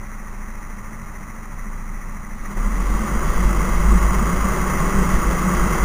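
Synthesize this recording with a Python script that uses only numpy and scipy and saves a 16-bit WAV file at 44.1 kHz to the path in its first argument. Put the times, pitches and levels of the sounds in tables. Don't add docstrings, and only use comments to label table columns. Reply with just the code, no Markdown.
import sys
import numpy as np
from scipy import signal
from scipy.fft import rfft, irfft
from scipy.io import wavfile
from scipy.ndimage import uniform_filter1d

SR = 44100
rng = np.random.default_rng(int(sys.argv[2]) if len(sys.argv) > 2 else 0)


def voltage_ratio(level):
    return 10 ** (np.asarray(level, float) / 20)


def store_wav(level_fs):
    pcm = np.round(np.clip(np.atleast_2d(level_fs), -1, 1) * 32767)
    wavfile.write(sys.argv[1], SR, pcm.T.astype(np.int16))


N = 257544
T = np.arange(N) / SR


def column(rows, count):
    rows = np.array(rows)
    return np.interp(T, rows[:, 0], rows[:, count])


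def amp_curve(rows, count):
    return voltage_ratio(column(rows, count))


def evened(x):
    return x / np.sqrt(np.mean(x ** 2) + 1e-20)


def band_rms(x, lo_hz, hi_hz):
    z, hz = rfft(x), np.fft.rfftfreq(len(x), 1 / SR)
    inside = (hz > lo_hz) & (hz < hi_hz)
    return np.sqrt(2 * np.sum(abs(z[inside]) ** 2)) / len(x)


def drift(rate_hz):
    b, a = signal.butter(2, rate_hz, fs=SR)
    return evened(signal.lfilter(b, a, rng.standard_normal(N + SR))[SR:])


def coloured(x, points):
    hz, level_db = np.transpose(points)
    f = np.fft.rfftfreq(N, 1 / SR)
    gain_db = np.interp(np.log(f + 1), np.log(hz + 1), level_db)
    return irfft(rfft(x) * voltage_ratio(gain_db), N)


def resonate(x, hz, width_hz):
    carrier = np.exp(2j * np.pi * hz * T)
    r = np.exp(-np.pi * width_hz / SR)
    smooth = signal.lfilter([(1 - r) ** 2], [1, -2 * r, r * r], x / carrier)
    return 2 * (carrier * smooth).real


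# start_s, level_db
ROAR_LEVEL = [(0.0, -41.5), (2.42, -41), (2.5, -37), (2.6, -35), (2.9, -31.5), (3.05, -29), (3.3, -28.5),
              (3.6, -28), (4.1, -27), (5.0, -25.5), (5.47, -26.5), (5.55, -24.5), (5.65, -25),
              (5.84, -24.5)]


def throttle():
    return np.clip((column(ROAR_LEVEL, count=1) + 40) / 9, 0, 1)


def follows(idle_db, pull_db, wander_db, wander_hz):
    offset_db = idle_db + (pull_db - idle_db) * throttle() + wander_db * drift(wander_hz)
    return amp_curve(ROAR_LEVEL, count=1) * voltage_ratio(offset_db)


def lobe(peak_s, level_db, length_s):
    return voltage_ratio(level_db) * np.exp(-.5 * ((T - peak_s) / length_s) ** 2)


def swells(idle_db, pull_db, rows):
    steady = voltage_ratio(idle_db + (pull_db - idle_db) * throttle())
    return np.sqrt(steady ** 2 + sum(lobe(*row) ** 2 for row in rows))


def firing_gate(turns, depth_db, at):
    return voltage_ratio(depth_db * np.cos(2 * np.pi * (turns / 2 - at)))


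# start_s, speed_hz
CRANK_SPEED = [(0.0, 27.0), (0.4, 27.3), (1.3, 27.3), (1.8, 27.8), (2.2, 27.2), (2.5, 27.7), (2.58, 30.5),
               (2.74, 40.2), (3.0, 46.2), (3.24, 51), (3.44, 47.3), (3.6, 46.5), (3.85, 49.8), (4.28, 51),
               (4.46, 49), (5.0, 49), (5.4, 49.5), (5.84, 48.8)]


def crank_turns():
    return np.cumsum(column(CRANK_SPEED, count=1)) / SR - .056


# peak_s, level_db, length_s
HUNTING = [
    (0.4, -32.5, 0.34),
    (1.65, -30, 0.11),
    (1.94, -27.5, 0.18),
    (2.406, -31.5, 0.096),
    (2.598, -17.5, 0.03),
    (2.807, -22, 0.049),
]
# peak_s, level_db, length_s
CLUTCH_GRABS = [(2.666, -15, 0.02), (2.736, -17.5, 0.021), (2.918, -19, 0.076), (3.158, -21.5, 0.053),
                (3.282, -22.1, 0.033), (3.46, -15, 0.057), (3.588, -17, 0.034), (3.743, -21, 0.051),
                (3.912, -11, 0.056), (4.06, -14, 0.041), (4.207, -18.5, 0.077), (4.426, -19.5, 0.058),
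                (4.624, -23, 0.033), (4.727, -25, 0.04), (4.997, -20, 0.038), (5.065, -30, 0.024),
                (5.156, -16, 0.017), (5.284, -17.5, 0.037), (5.431, -27, 0.041), (5.53, -26, 0.052),
                (5.632, -20, 0.064), (5.827, -15.5, 0.018)]
# peak_s, level_db, length_s
BURN_KICKS = [(2.934, -29, 0.042), (3.153, -41, 0.081), (3.475, -25.6, 0.063), (3.755, -22.5, 0.034),
              (3.905, -20, 0.074), (4.187, -27, 0.058), (4.368, -29, 0.101), (4.69, -31, 0.045),
              (4.846, -19, 0.043), (5.01, -18, 0.051), (5.153, -21, 0.034), (5.29, -21.5, 0.059),
              (5.44, -35, 0.038), (5.6, -19, 0.025), (5.788, -22.5, 0.064)]
# order_ratio, idle_db, load_db
CRANK_ORDERS = [(1.5, -10, -21), (2, -1.5, -18), (3, -9.5, -12), (4, -9.5, -8), (4.5, -7, -29),
                (6, -16.5, -28), (7, -28, -12), (8, -3.5, -29)]


def engine_shake(turns, drumming):
    unbalance = swells(-33.5, -31, HUNTING + CLUTCH_GRABS)
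    out = voltage_ratio(3.0) * unbalance * np.cos(2 * np.pi * turns)
    kick = swells(-50, -36, BURN_KICKS)
    out += voltage_ratio(0.5) * kick * np.sin(np.pi * turns + 2.5 * drift(3.8))
    load = throttle()
    blur_rad = 0.14 + 1.62 * load
    for order, idle_db, pull_db in CRANK_ORDERS:
        waver = voltage_ratio(idle_db + (pull_db - idle_db) * load + 2.9 * drift(1.06))
        out += drumming * waver * np.cos(2 * np.pi * order * turns + blur_rad * drift(3.05))
    return out


def frame_drumming():
    steady = follows(idle_db=0, pull_db=-1.8, wander_db=0.5, wander_hz=5)
    return steady + voltage_ratio(-17.5) * swells(-58, -55, CLUTCH_GRABS)


# mode_hz, width_hz, level_db
FRAME_IDLE = [(164, 13, -0.5), (202.4, 33, 3), (220.2, 32, -5.5)]
# mode_hz, width_hz, level_db
FRAME_PULL = [(156.9, 13.4, -1), (184.3, 28, 2), (222.4, 15.3, -4)]


def ring_modes(knocks, modes):
    return evened(sum(voltage_ratio(level_db) * evened(resonate(knocks, hz, width_hz))
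                      for hz, width_hz, level_db in modes))


def frame(turns, drumming):
    knocks = rng.standard_normal(N) * firing_gate(turns, depth_db=1.8, at=0.69)
    idle = ring_modes(knocks, FRAME_IDLE)
    pull = ring_modes(knocks, FRAME_PULL)
    rolling = np.clip((T - 2.9) / 0.39, 0, 1)
    return voltage_ratio(-1.5) * drumming * (np.sqrt(1 - rolling) * idle + np.sqrt(rolling) * pull)


# peak_s, level_db, length_s,
# pitch_hz
CLUTCH_SNATCHES = [
    (2.23, -37.5, 0.024, 196),
    (2.51, -32, 0.028, 202.4),
    (2.59, -36, 0.022, 187),
    (2.72, -37, .03, 220),
    (2.8, -30, 0.047, 188),
    (2.9, -33, .03, 210),
    (3.15, -31, .04, 215),
                   (3.017, -26.5, 0.021, 213), (3.059, -23, 0.014, 207), (3.395, -20.5, 0.021, 179),
                  (3.767, -22, 0.013, 172), (3.807, -23.3, 0.028, 164.1), (3.964, -16, 0.016, 180),
                  (4.049, -28, 0.02, 181), (4.116, -24, 0.016, 168), (4.22, -22, 0.016, 214),
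                  (4.328, -18.5, 0.014, 183), (4.458, -22.5, 0.018, 194), (4.572, -32, 0.015, 171),
                  (4.693, -24, 0.03, 183.4), (4.813, -18, 0.01, 160), (4.877, -22, 0.016, 178),
                  (4.964, -26, 0.022, 194), (5.016, -20.7, 0.012, 179), (5.069, -24, 0.017, 174),
                  (5.13, -33, 0.012, 190.1), (5.185, -22, 0.013, 191), (5.262, -22.6, 0.016, 177.0),
                  (5.34, -17, 0.012, 180), (5.387, -26, 0.018, 186), (5.468, -16.5, 0.02, 187.3),
                  (5.534, -18, 0.01, 183), (5.624, -24, 0.059, 181.3), (5.75, -22.5, 0.026, 163),
                  (5.833, -21, 0.0089, 181.3)]


def chatter():
    out = np.zeros(N)
    for peak_s, level_db, length_s, hz in CLUTCH_SNATCHES:
        ring = np.cos(2 * np.pi * hz * (T - peak_s))
        out += np.sqrt(2) * lobe(peak_s, level_db, length_s) * ring
    return out


# freq_hz, density_db_per_hz
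ROAR_IDLE = [(140, -49), (240, -19), (255, -17), (297, -2.5), (330, -9.5), (393, -5.5), (475, -12),
             (566, -8), (684, -11), (1170, -1.5), (1610, -10.5), (1710, -10.5), (1970, -4.5), (2870, -25),
             (3990, -34), (5190, -57), (8780, -120)]
# freq_hz, density_db_per_hz
ROAR_PULL = [(140, -68), (240, -2.5), (315, -3.5), (358, 1.5), (432, -3.5), (566, -3), (717, -8),
             (961, -3.5), (1120, 3.5), (1730, -10.5), (2040, -4), (2380, -17), (3150, -19.5), (3630, -25.5),
             (3990, -35), (5190, -57), (8780, -120)]
# freq_hz, gain_db
CASE_TREBLE = [(2150, 0.5), (2350, -3.5), (2650, 1.5), (2850, -3.5), (3300, 0), (3640, -5), (3800, 7.5),
               (4000, 8.5)]
# peak_s, burst_db, length_s
FIRST_FIRINGS = [
    (2.458, 5.5, 0.0057),
    (2.516, 1.5, 0.01),
    (2.546, -4.5, 0.015),
    (2.577, 5.5, 0.008),
]


def roar(turns):
    out, load = np.zeros(N), throttle()
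    filter_taps = signal.firwin(401, [1600, 2500], fs=SR, pass_zero=True)
    for points, share, wash_db, puff_db in ((ROAR_IDLE, 1 - load, .6, 2.6), (ROAR_PULL, load, .4, .8)):
        noise = coloured(coloured(rng.standard_normal(N), points), CASE_TREBLE)
        wash = signal.oaconvolve(noise, filter_taps, "same")
        puffs = (noise - wash) * firing_gate(turns, puff_db, at=.72)
        wash = wash * firing_gate(turns, wash_db, at=0.48) * voltage_ratio(0.5 * drift(33))
        both = wash + puffs
        out += np.sqrt(share) * both / band_rms(both, 540, 2800)
    bursts_db = sum(burst_db * np.exp(-((T - peak_s) / length_s) ** 2)
                    for peak_s, burst_db, length_s in FIRST_FIRINGS)
    return amp_curve(ROAR_LEVEL, count=1) * voltage_ratio(bursts_db) * out


# start_s, pitch_hz, level_db
CHAIN_WHINE = [(3.25, 361, -41), (3.5, 357, -37), (3.7, 366, -55), (4.2, 365, -43), (4.5, 368, -54),
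               (4.75, 375, -34), (4.95, 395, -36), (5.08, 410, -34), (5.2, 420, -48)]


def whine(blur_rad):
    rows = CHAIN_WHINE
    cycles = np.cumsum(column(rows, count=1)) / SR
    inside_s = np.minimum(T - rows[0][0], rows[-1][0] + .1 - T)
    fade = np.clip(inside_s / 0.12, 0, 1)
    tone = np.cos(2 * np.pi * cycles + blur_rad * drift(4.4))
    return np.sqrt(2) * fade * amp_curve(rows, count=2) * tone


# peak_s, level_db, length_s
HELMET_JOLTS = [(2.38, -38, 0.056), (2.896, -30.5, 0.061), (3.298, -25, 0.056), (3.43, -25, 0.064),
                (3.623, -29.5, 0.061), (3.763, -23, 0.044), (3.912, -26, 0.048), (4.108, -27, 0.066),
                (4.337, -29, 0.06), (4.484, -28.1, 0.043), (4.745, -28, 0.065), (4.952, -27.5, 0.048),
                (5.133, -24.5, 0.056), (5.288, -31, 0.029), (5.425, -28, 0.031), (5.584, -27.5, 0.06)]


def jolt_level():
    return swells(-45, -30.5, HELMET_JOLTS)


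def seat():
    thuds = resonate(rng.standard_normal(N), hz=82, width_hz=105)
    steady = follows(idle_db=3.5, pull_db=-2, wander_db=1, wander_hz=3)
    level = voltage_ratio(-9.5) * steady + voltage_ratio(-15.5) * jolt_level()
    return level * thuds / band_rms(thuds, 42, 190)


def sway():
    skirt = [(1, -14), (4, 5), (9, 4), (16, 2.5), (40, -4), (70, -24), (150, -44)]  # hz, level_db
    bumps = coloured(rng.standard_normal(N), skirt)
    return jolt_level() * bumps / band_rms(bumps, 3.8, 12.5)


def scene():
    turns = crank_turns()
    drumming = frame_drumming()
    mix = engine_shake(turns, drumming) + frame(turns, drumming)
    mix += voltage_ratio(-1.5) * chatter()
    mix += roar(turns) + voltage_ratio(-2.5) * whine(blur_rad=0.31)
    mix += seat() + sway()
    return mix[None]


CAMERA_HZ = 8000


def starved(samples, centre_hz, width_hz, share):
    hz, t, z = signal.stft(samples, CAMERA_HZ, nperseg=256, noverlap=128)
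    luck = uniform_filter1d(rng.standard_normal((len(hz), len(t))), size=5, axis=0)
    luck = evened(uniform_filter1d(luck, size=4, axis=1))
    wander = evened(uniform_filter1d(rng.standard_normal(len(t)), size=9))
    weak = np.exp(-((hz[:, None] - centre_hz - 45 * wander) / width_hz) ** 2)
    edge = np.exp(-((hz[:, None] - CAMERA_HZ / 2) / 60) ** 2)
    swell_s = 2.62
    share = share * (1 - .8 * np.exp(-((t - swell_s) / .2) ** 2))
    keep = luck < 3 - share * (weak + .5 * edge)
    return signal.istft(z * keep, CAMERA_HZ, nperseg=256, noverlap=128)[1]


def roll_off(x):
    return signal.sosfilt(signal.butter(12, 16370, fs=SR, output="sos"), x)


def record(dry):
    samples = signal.resample_poly(dry, 80, 441, axis=1, window=("kaiser", 5))
    lifted = signal.lfilter([1.12, -.12], [1], samples)
    kept = starved(lifted, centre_hz=3600, width_hz=190, share=3.4)
    held = np.repeat(kept, 6, axis=1)
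    out = signal.resample_poly(held, 147, 160, axis=1)[:, :N]
    out = np.pad(out, ((0, 0), (0, N - out.shape[1])))
    filter_taps = signal.firwin(1023, 15480, window=("kaiser", 10), fs=SR)
    out = signal.oaconvolve(out, filter_taps[None], "same")
    return roll_off(out)


dry = scene()
out = record(dry)
store_wav(out)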